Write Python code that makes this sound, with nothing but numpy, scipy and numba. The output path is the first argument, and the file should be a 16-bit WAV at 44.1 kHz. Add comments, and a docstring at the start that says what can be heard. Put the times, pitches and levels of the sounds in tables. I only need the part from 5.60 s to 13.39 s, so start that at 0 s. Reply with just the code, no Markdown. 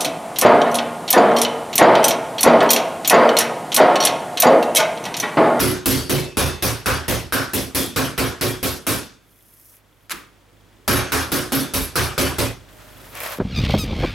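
"""Mallet blows are heard first: a wooden mallet pounds pork on a plastic board on a kitchen counter.
Each cracks as shaped noise, booms in cabinet modes, rattles ringing crockery and decays in a tiled room.
Between two runs of blows a hand peels the slice off, as grains and crackles of noise, and slaps it down;
at the end hands rustle and a faint drone sets in. Noise and mains tones hum under it all, with an even tick.
Two ports receive the mixture and a limiter flattens the blows."""
import sys
import numpy as np
from scipy import signal
from scipy.fft import rfft, irfft, next_fast_len
from scipy.io import wavfile
from numba import njit

SR = 44100
rng = np.random.default_rng(int(sys.argv[2]) if len(sys.argv) > 2 else 0)


def dump(signal):
    """Clip the signal to [-1, 1] and save it as 16-bit WAV at the path in sys.argv[1]."""
    limited = np.clip(np.atleast_2d(signal).T, -1, 1)
    pcm = np.round(limited * 32767).astype(np.int16)
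    wavfile.write(sys.argv[1], SR, pcm)


N = 343362


def undb(db):
    """Level to amplitude: 20 dB is a factor of ten."""
    return 10 ** (np.asarray(db) / 20)


def at(hz, table, column=1):
    """Logarithmic pitch: interpolate a table column along log frequency, holding the end values."""
    table = np.array(table, float)
    return np.interp(np.log(hz), np.log(table[:, 0]), table[:, column])


def over_time(table):
    """Level envelope: amplitude at every sample from a table of (time [s], level [dB])."""
    return undb(np.interp(np.arange(N) / SR, *np.transpose(table)))


def spikes(s, size):
    """Impulse excitation: single-sample impulses at the given times."""
    index = np.clip((np.asarray(s) * SR).astype(int), 0, N - 1)
    return np.bincount(index, size, N)


def fade(x, t60):
    """Exponential decay: each impulse dies away by 60 dB in t60 seconds."""
    return signal.lfilter([1], [1, -1000 ** (-1 / (t60 * SR))], x)


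def ring(x, hz, t60):
    """Damped resonance: a unit impulse sets off one decaying sine whose envelope starts at 1."""
    r, w = 1000 ** (-1 / (t60 * SR)), 2 * np.pi * hz / SR
    return signal.lfilter([np.sin(w)], [1, -2 * r * np.cos(w), r * r], x)


def lumps(rate):
    """Random modulation: normal random knots, rate per second, joined by straight lines."""
    knots = int(N / SR * rate) + 2
    return np.interp(np.arange(N) / SR * rate, np.arange(knots), rng.standard_normal(knots))


# third-octave band centres [Hz]
BANDS_HZ = 30 * 2 ** (np.arange(28) / 3)


def noise(colour, shape=None, count=N):
    """Filtered noise: two unrelated rows of rms 1; shape(hz), if given, is each third octave's envelope."""
    size = next_fast_len(count)
    f = np.maximum(np.arange(size // 2 + 1) * SR / size, 1)
    spectrum = rfft(rng.standard_normal((2, size))) * undb(at(f, colour))
    spectrum /= np.sqrt(np.mean(abs(spectrum) ** 2) / size)
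    if shape is None:
        return irfft(spectrum, size)[:, :count]
    thirds = 3 * np.log2(f)
    total = 0
    for hz in BANDS_HZ:
        # triangular bands overlap so that neighbours add up to one
        band = np.clip(1 - abs(thirds - 3 * np.log2(hz)), 0, 1)
        total = total + shape(hz) * irfft(spectrum * band, size)[:, :count]
    return total


# Mallet blows: (time [s], strength [dB], then accents of this blow: board thud [dB], flat smack [dB],
# bright hiss [dB], dishes rattling [dB], woody ring [dB])
MALLET_BLOWS = [(0.0, -26.5, 6, 0.5, -7, 6.5, 4.5), (0.258, -25, 2, -4, 16, -1, 4),
                (0.4957, -26.5, 1.5, -8, -6, 0, 1.5), (0.77, -25, -4, 0, 0, 3, 1),
                (1.024, -30.5, -5, 1.5, 20, -11, -10), (1.259, -30, -3.5, 11.5, -3.5, 0, -5),
                (1.481, -29.5, -2.5, -6.5, 4, -3, -8), (1.7237, -33.5, 0.5, 12.5, 0, -9, -2),
                (1.934, -33.5, 2, -9, 9, -3, -1.5), (2.148, -32.5, 2.5, -6, 15, 6.5, -2),
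                (2.361, -31, 4.5, 3, -8, 2, -9), (2.578, -31, 0, 4, -6.5, 2, -1),
                (2.811, -31, 1.5, -3, -2.5, 7.5, 3), (3.029, -34, -1, -2.5, 15, -4.5, -0.5),
                (3.267, -32, 1.5, 0.5, 13.5, 2, -14), (5.278, -22, -3, 5, -3, 9, 3),
                (5.52, -31, -4.5, 10, 5, 5, -2), (5.718, -33.5, 4, 2, 7, -2, 2),
                (5.921, -32.5, 7, -1, -5, 6.5, -1), (6.137, -34, -4.5, -1, 28, 7, -15),
                (6.356, -30, -8.5, 10, 19, 3, 4.5), (6.579, -27.5, -1.5, 2, -1.5, 5, -1.5),
                (6.784, -28.5, -7, -4.5, 6.5, -10, -4)]
# How a blow spreads over pitch; the more the board thuds, the less the cabinets boom:
# (frequency [Hz], level against strength [dB], share of thud [1], share of smack [1], share of hiss [1])
BLOW_SPREAD = [(98.7, -3.5, -0.35, 0, 0.048), (279, 4, 1, 0, 0.074), (392, 4.5, 0.18, 0, 0),
               (1010, 4.5, -0.02, 0.37, 0), (1370, 1, 0.53, 1, 0), (1620, 3, 0.38, 0.85, 0.086),
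               (1970, -2, 0.12, 0.25, 0), (5640, -1.5, 0.41, 0.23, 0.17), (12330, 9.5, 0.56, 0.11, 0.29)]


def part(hz):
    """Impact spectrum: amplitude of every blow at this pitch, from its strength and accents."""
    strength_db, *accents_db = np.array(MALLET_BLOWS)[:, 1:5].T
    db = strength_db + at(hz, BLOW_SPREAD)
    for column, accent in enumerate(accents_db, 2):
        db = db + accent * at(hz, BLOW_SPREAD, column=column)
    return undb(db)


# Reverberation of the tiled kitchen: (frequency [Hz], decay by 60 dB [s], build-up time constant [ms])
KITCHEN_DECAY = [(60, 0.37, 28), (205, 0.45, 6.8), (620, 0.39, 17.8), (2050, 0.42, 10.4), (7540, 0.39, 9.8),
                 (15200, 0.26, 5)]


def in_kitchen(hits, hz, wet_db, crack_s):
    """Reverberation: a short crack plus a tail that builds up, slowest in the bass, and decays."""
    rise = at(hz, KITCHEN_DECAY, column=2) / 1000 * np.log(1000)  # time constant to t60
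    tail = fade(hits, at(hz, KITCHEN_DECAY)) - fade(hits, rise)
    return fade(hits, crack_s + 8 / hz) + undb(wet_db) * tail


# Colour of the blows: (frequency [Hz], relative level per Hz [dB])
BLOW_COLOUR = [(28, -32), (48, 10), (201, -3.5), (352, -4), (866, -11), (1340, -8), (4100, -11),
               (5630, -11.5), (7000, -20.5), (11700, -22), (16000, -31.5)]


def crack_and_wash(s):
    """Diffuse sound field: the crack and room tail of every blow as noise, each band swelling at random."""
    def envelope(hz):
        return undb(1.9 * lumps(40)) * in_kitchen(spikes(s, part(hz)), hz, wet_db=11.0, crack_s=0.038)
    return undb(13.5) * noise(BLOW_COLOUR, envelope)


def snap(s):
    """Short damped resonance: the toothed face meets the meat with a dry snap."""
    return undb(10.0) * sum(ring(spikes(s, part(hz)), hz, 20 / hz + 0.0024) for hz in (1400, 3500, 10500))


# Panel modes of the cabinets: (frequency [Hz], relative level [dB], decay by 60 dB [s])
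CABINET_MODES = [(50, -4, 0.37), (79, 6.5, 0.31), (113.5, 6, 0.25), (139.7, 2, 0.29), (267.2, -5, 0.25),
                 (279.7, -8.5, 0.25), (365.6, -14.5, 0.39), (430, -7.5, 0.12), (510.5, -8, 0.19),
                 (573.8, -13.5, 0.22), (1090, -17, 0.22), (1314, -12.5, 0.14), (2444, -10, 0.1),
                 (3060, -18, 0.15)]


def cabinets(s):
    """Modal resonance: the board bounces on its cloth and drives the cabinet panels three times a blow."""
    shudder_s, shudder_db = .12, -31  # the board chatters on the counter and roughens the boom
    woody_db = np.array(MALLET_BLOWS)[:, [6]]
    boom = np.zeros(N)
    for hz, db, t60 in CABINET_MODES:
        lands = s[:, None] + np.array([.004, .015, .034]) + .0005 * rng.random((len(s), 3))
        force = part(hz)[:, None] * np.array([.7, 1.1, .6])
        force *= undb(1.0 * rng.standard_normal((len(s), 3)))
        if 340 < hz < 400:
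            force *= undb(woody_db)
        push = spikes(lands.ravel(), force.ravel())
        push += undb(shudder_db) * fade(push, shudder_s) * rng.standard_normal(N)
        # big panels take a few cycles to get going
        boom += undb(db + 18.5) * (ring(push, hz, t60) - ring(push, hz, 17 / hz))
    return boom


# Modes of the crockery: (frequency [Hz], relative level [dB], decay by 60 dB [s])
CROCKERY_MODES = [(2379, -3, .3), (2617, -17, .75), (3295, -5, .4), (3542, -11, .6), (4549, -16, .75),
                  (5453, -8, .2), (6412, -15, .6), (10309, -5, .15), (10562, -6, .16), (10858, -8, .14),
                  (11590, -9, .15), (12543, -9, .14), (12898, -10, .14)]
# Clear clinks among the rattle, each on the nearest crockery mode: (time [s], frequency [Hz], level [dB])
CLEAR_CLINKS = [(.03, 10309, -7), (.78, 10562, -6.5), (0.34, 4549, -23.5), (.80, 6412, -30),
                (.33, 3295, -26), (.30, 11590, -9), (.30, 12543, -17), (.56, 2617, -29.5),
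                (.6, 3542, -32.5), (.79, 2617, -26), (.80, 3542, -21), (2.18, 3542, -21.5),
                (2.2, 3295, -23), (5.38, 3542, -31), (5.33, 11590, -9), (5.33, 12543, -14),
                (5.76, 10858, -19), (5.95, 10858, -14), (5.95, 12898, -9), (6.0, 3542, -29),
                (6.62, 10309, -12)]


def crockery(s):
    """Repeated impact: loose dishes knock together after each blow and ring in their own modes."""
    rattle_s, fall_db = .12, -5.5  # span of the knocks and their level change across it
    dishes = np.array(CROCKERY_MODES)[:, 0]
    late = rng.random((len(s), 18))
    loose = undb(np.array(MALLET_BLOWS)[:, 5])

    def knock(hz):
        times = s[:, None] + rattle_s * late
        size = (part(hz) * loose)[:, None] * rng.uniform(0, 1.6, late.shape) * undb(fall_db * late)
        return spikes(times.ravel(), size.ravel())

    out = np.zeros((2, N))
    out[0] += undb(4.5) * sum(ring(knock(hz), hz, 0.00082) for hz in (5500, 9000, 12500))  # dry clicks
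    for hz, db, t60 in CROCKERY_MODES:
        push = undb(db - 9) * knock(hz)
        for t, clink_hz, level in CLEAR_CLINKS:
            if dishes[abs(dishes - clink_hz).argmin()] == hz:
                push = push + spikes([t], [undb(level)])
        side = .5 * rng.standard_normal()  # sets the mode off centre
        out += np.array([[1], [side]]) * ring(push, hz, t60)
    return out


def odds_and_ends(s, count=36):
    """Modal density: each blow jolts a random handful of many loose things in the drawers; each rings briefly."""
    out, t = np.zeros(N + SR), np.arange(int(.3 * SR)) / SR
    pool_hz = 1800 * 7.5 ** rng.random(240)
    pick, late, size = rng.random((3, len(s), count))
    for k in range(len(s)):
        hz = pool_hz[(pick[k] * len(pool_hz)).astype(int)][:, None]
        since = np.maximum(t - .09 * late[k][:, None] ** 2, 0)  # seconds since each was jolted
        colour = undb(at(hz, BLOW_COLOUR) + 3.0 * np.log10(hz / 1000))
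        gain = part(hz)[:, [k]] * colour * size[k][:, None]
        decay = np.exp(-np.log(1000) * since / (0.54 * at(hz, KITCHEN_DECAY)))
        rings = gain * np.sin(2 * np.pi * hz * since) * decay
        start = int(s[k] * SR)
        out[start:start + len(t)] += rings.sum(axis=0) * np.cos(np.pi / 2 * t / t[-1])
    return out[:N]


# The pounding drops in level from 6.85 s on: (time [s], level [dB])
POUNDING_DROP = [(6.85, 0), (6.98, -7)]


def mallet():
    """Superposition: crack and wash, cabinet boom, crockery, drawer contents and snap add up in each blow."""
    s = np.array(MALLET_BLOWS)[:, 0]
    out = crack_and_wash(s) + crockery(s)
    out[0] += cabinets(s) + undb(18.0) * odds_and_ends(s) + snap(s)
    return out * over_time(POUNDING_DROP)


# Colour of the appliance hum: (frequency [Hz], relative level per Hz [dB])
HUM_COLOUR = [(18, -32), (30, -11), (55, -14), (70, -8), (103, -4.5), (221, -9.5), (259, -6.5), (473, -10),
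              (684, -14), (1760, -17.5), (4910, -26.5), (16000, -34)]
# Course of the hum: (time [s], level [dB])
HUM_COURSE = [(0, -65), (3.6, -53), (4.2, -55), (4.75, -50.5), (5.25, -49), (7.05, -44.5), (7.35, -41.5),
              (7.79, -42)]
# Mains tones: (frequency [Hz], level against the hum [dB])
MAINS_TONES = [(51, -6), (102, -6.5)]
# A faint drone that sets in late: (time [s], level [dB])
DRONE_COURSE = [(7.08, -62), (7.12, -50), (7.45, -49), (7.79, -77)]


def hum():
    """Stationary noise and pure tones: appliances hum, with a faint even tick and a late narrow-band drone."""
    tick_start_s, tick_gap_s, tick_hz, tick_db = .008, .04, 3430, -4  # dB against the hum
    drone_hz = 613
    time = np.arange(N) / SR
    times = np.arange(tick_start_s, N / SR, tick_gap_s)
    ticks = fade(spikes(times, undb(tick_db + 0.92 * rng.standard_normal(len(times)))), 0.05)
    tick = noise([(tick_hz * .7, -25), (tick_hz, 0), (tick_hz * 1.15, -25)])
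    drone = noise([(drone_hz * .85, -30), (drone_hz, 0), (drone_hz * 1.15, -30)])
    drone_level = undb(np.interp(time, *np.transpose(DRONE_COURSE), left=-np.inf))
    mains = sum(undb(db) * np.sqrt(2) * np.sin(2 * np.pi * hz * time) for hz, db in MAINS_TONES)
    bed = noise(HUM_COLOUR) + ticks * tick
    bed[0] += mains
    return over_time(HUM_COURSE) * bed + drone_level * drone


# Wet meat peels, then hands rustle; one list for each: (time [s], sticky hiss level [dB], rub level [dB])
HAND_MOVES = [
    [(3.62, -67, -64), (3.708, -55.5, -75), (4.108, -46, -60), (4.166, -48, -58), (4.22, -69, -62),
     (4.47, -63, -62)],
    [(7.08, -66, -52), (7.1, -57, -50.5), (7.53, -46, -44), (7.64, -31, -24), (7.73, -34.5, -29),
     (7.786, -42, -32.5)],
]
# Loudest crackles of wet meat letting go: (time [s], level [dB])
LOUD_CRACKLES = [(3.76, -53), (3.7895, -48), (3.926, -48), (3.999, -49), (4.1387, -43), (4.167, -46),
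                 (7.5526, -23), (7.572, -23), (7.6032, -16.5), (7.635, -24), (7.6624, -25), (7.721, -21)]
# Colours of the sticky hiss and of the rub: (frequency [Hz], relative level per Hz [dB])
STICKY_COLOUR = [(3000, -23), (5500, -4), (7500, -6.5), (12000, 6), (16000, -6)]
RUB_COLOUR = [(120, -44.5), (200, -27), (580, 1.5), (754, -3.5), (1090, -1), (2060, -5), (8000, -18.5),
              (11000, -43)]


def hands():
    """Stick-slip and friction: sticky hiss and rub of dense uneven grains, with single crackles."""
    grains_per_s, crackles_per_s = 500, 70
    moves = []
    for t in HAND_MOVES:  # silent before and after each move
        moves += [[t[0][0] - .03, -99, -99], *t, [t[-1][0] + .01, -99, -99]]
    s, sticky_db, rub_db = np.transpose(moves)

    grain_hits = undb(2.0 * rng.exponential(1, (2, N))) * (rng.random((2, N)) < grains_per_s / SR)
    grains = fade(grain_hits, 0.01) + 4.1  # grains stand on a steady floor
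    grains /= np.sqrt(np.mean(grains ** 2))

    small = rng.uniform(0, 2, N) * (rng.random(N) < crackles_per_s / SR)
    crackle_s, crackle_db = np.transpose(LOUD_CRACKLES)
    loud = fade(spikes(crackle_s, undb(crackle_db)), 0.0047)
    sticky = grains[0] * over_time(list(zip(s, sticky_db))) * (1 + fade(small, 0.008)) + loud
    rub = grains[1] * undb(2.7 * lumps(30)) * over_time(list(zip(s, rub_db)))
    # each loud crackle drags a duller scuff
    scuff_envelope = fade(spikes(crackle_s, undb(crackle_db - 10)), 0.16)
    scuffs = noise([(900, -16), (2200, -1), (4500, -17)]) * scuff_envelope
    return noise(STICKY_COLOUR) * sticky + noise(RUB_COLOUR) * rub + scuffs


# The slice lands, edge first: (time [s], level [dB])
SLICE_LANDINGS = [(4.496, -24.5), (4.506, -18.5), (4.5123, -16.5), (4.518, -16.5)]
# Colour of the wet smack: (frequency [Hz], relative level per Hz [dB])
SMACK_COLOUR = [(90, -28), (280, -19), (450, -19), (750, -14), (1250, 1), (2000, -2), (8480, -9),
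                (11100, -3), (16000, -21)]


def slap():
    """Direct-to-reverberant ratio: wet smacks far drier than the blows, then a dull late board thump."""
    thump_late_s, thump_db = .012, -19.5
    s, db = np.transpose(SLICE_LANDINGS)
    start = int(s[0] * SR)
    hits = spikes(s, undb(db))[start:start + SR]

    def envelope(hz):
        return in_kitchen(hits, hz, wet_db=-12 - 3.8 * np.log2(hz / 1000), crack_s=0.036)

    smack = noise(SMACK_COLOUR, envelope, count=SR)
    late_hits = np.roll(hits, int(thump_late_s * SR))
    thump_envelope = fade(late_hits, 0.31) - fade(late_hits, 0.11)
    thump = thump_envelope * noise([(150, -12), (320, 0), (700, -27.0)], count=SR)
    return np.pad(smack + undb(thump_db) * thump, ((0, 0), (start, N - start - SR)))


# Differences between the two ports:
# (frequency [Hz], left minus right level [dB], left phase lead [rad], unlike share [1])
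PORT_DIFFERENCES = [(60, -4.2, -.65, .15), (260, -2.5, -.8, .33), (700, -.7, -.3, .44), (2400, .5, 0, .4),
                    (6000, .4, 0, .4), (10000, 0, 0, .13), (16000, 0, 0, .03)]


def scene():
    """Interaural coherence: two close ports share most sound; the right has louder, earlier bass."""
    size = next_fast_len(N)
    common, apart = rfft(mallet() + hum() + hands() + slap(), size)
    f = np.maximum(np.arange(len(common)) * SR / size, 1)
    # half of each difference goes to either side
    lean = undb(at(f, PORT_DIFFERENCES) / 2) * np.exp(.5j * at(f, PORT_DIFFERENCES, column=2))
    share = np.clip(at(f, PORT_DIFFERENCES, column=3), 0, .95)
    alike = np.sqrt(1 - share ** 2) * common
    left = lean * (alike + share * apart)
    right = (alike - share * apart) / lean
    return irfft([left, right])[:, :N]


@njit
def follow(x, attack, release):
    """Envelope detection: one-pole smoothing with a quick attack and a slower release."""
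    out, e = np.empty(len(x)), 0.
    for i in range(len(x)):
        e += (x[i] - e) * (attack if x[i] > e else release)
        out[i] = e
    return out


def record(dry):
    """Dynamic compression: deepest bass removed, blows held down by a limiter, then the top cut off."""
    low_hz, top_hz = 30, 16000
    knee_db, attack_s, release_s = -8.5, .0008, .0028
    dry = signal.sosfilt(signal.butter(2, low_hz, "high", fs=SR, output="sos"), dry)
    level = follow(abs(dry).max(axis=0), 1 / (attack_s * SR), 1 / (release_s * SR))
    gain = (1 + (level / undb(knee_db)) ** 2) ** -.45
    held = 0.71 * np.tanh(dry * gain / 1.227)  # soft clipping rounds the peaks
    return signal.sosfilt(signal.ellip(10, .2, 70, top_hz, fs=SR, output="sos"), held)


dry = scene()
out = record(dry)
dump(out)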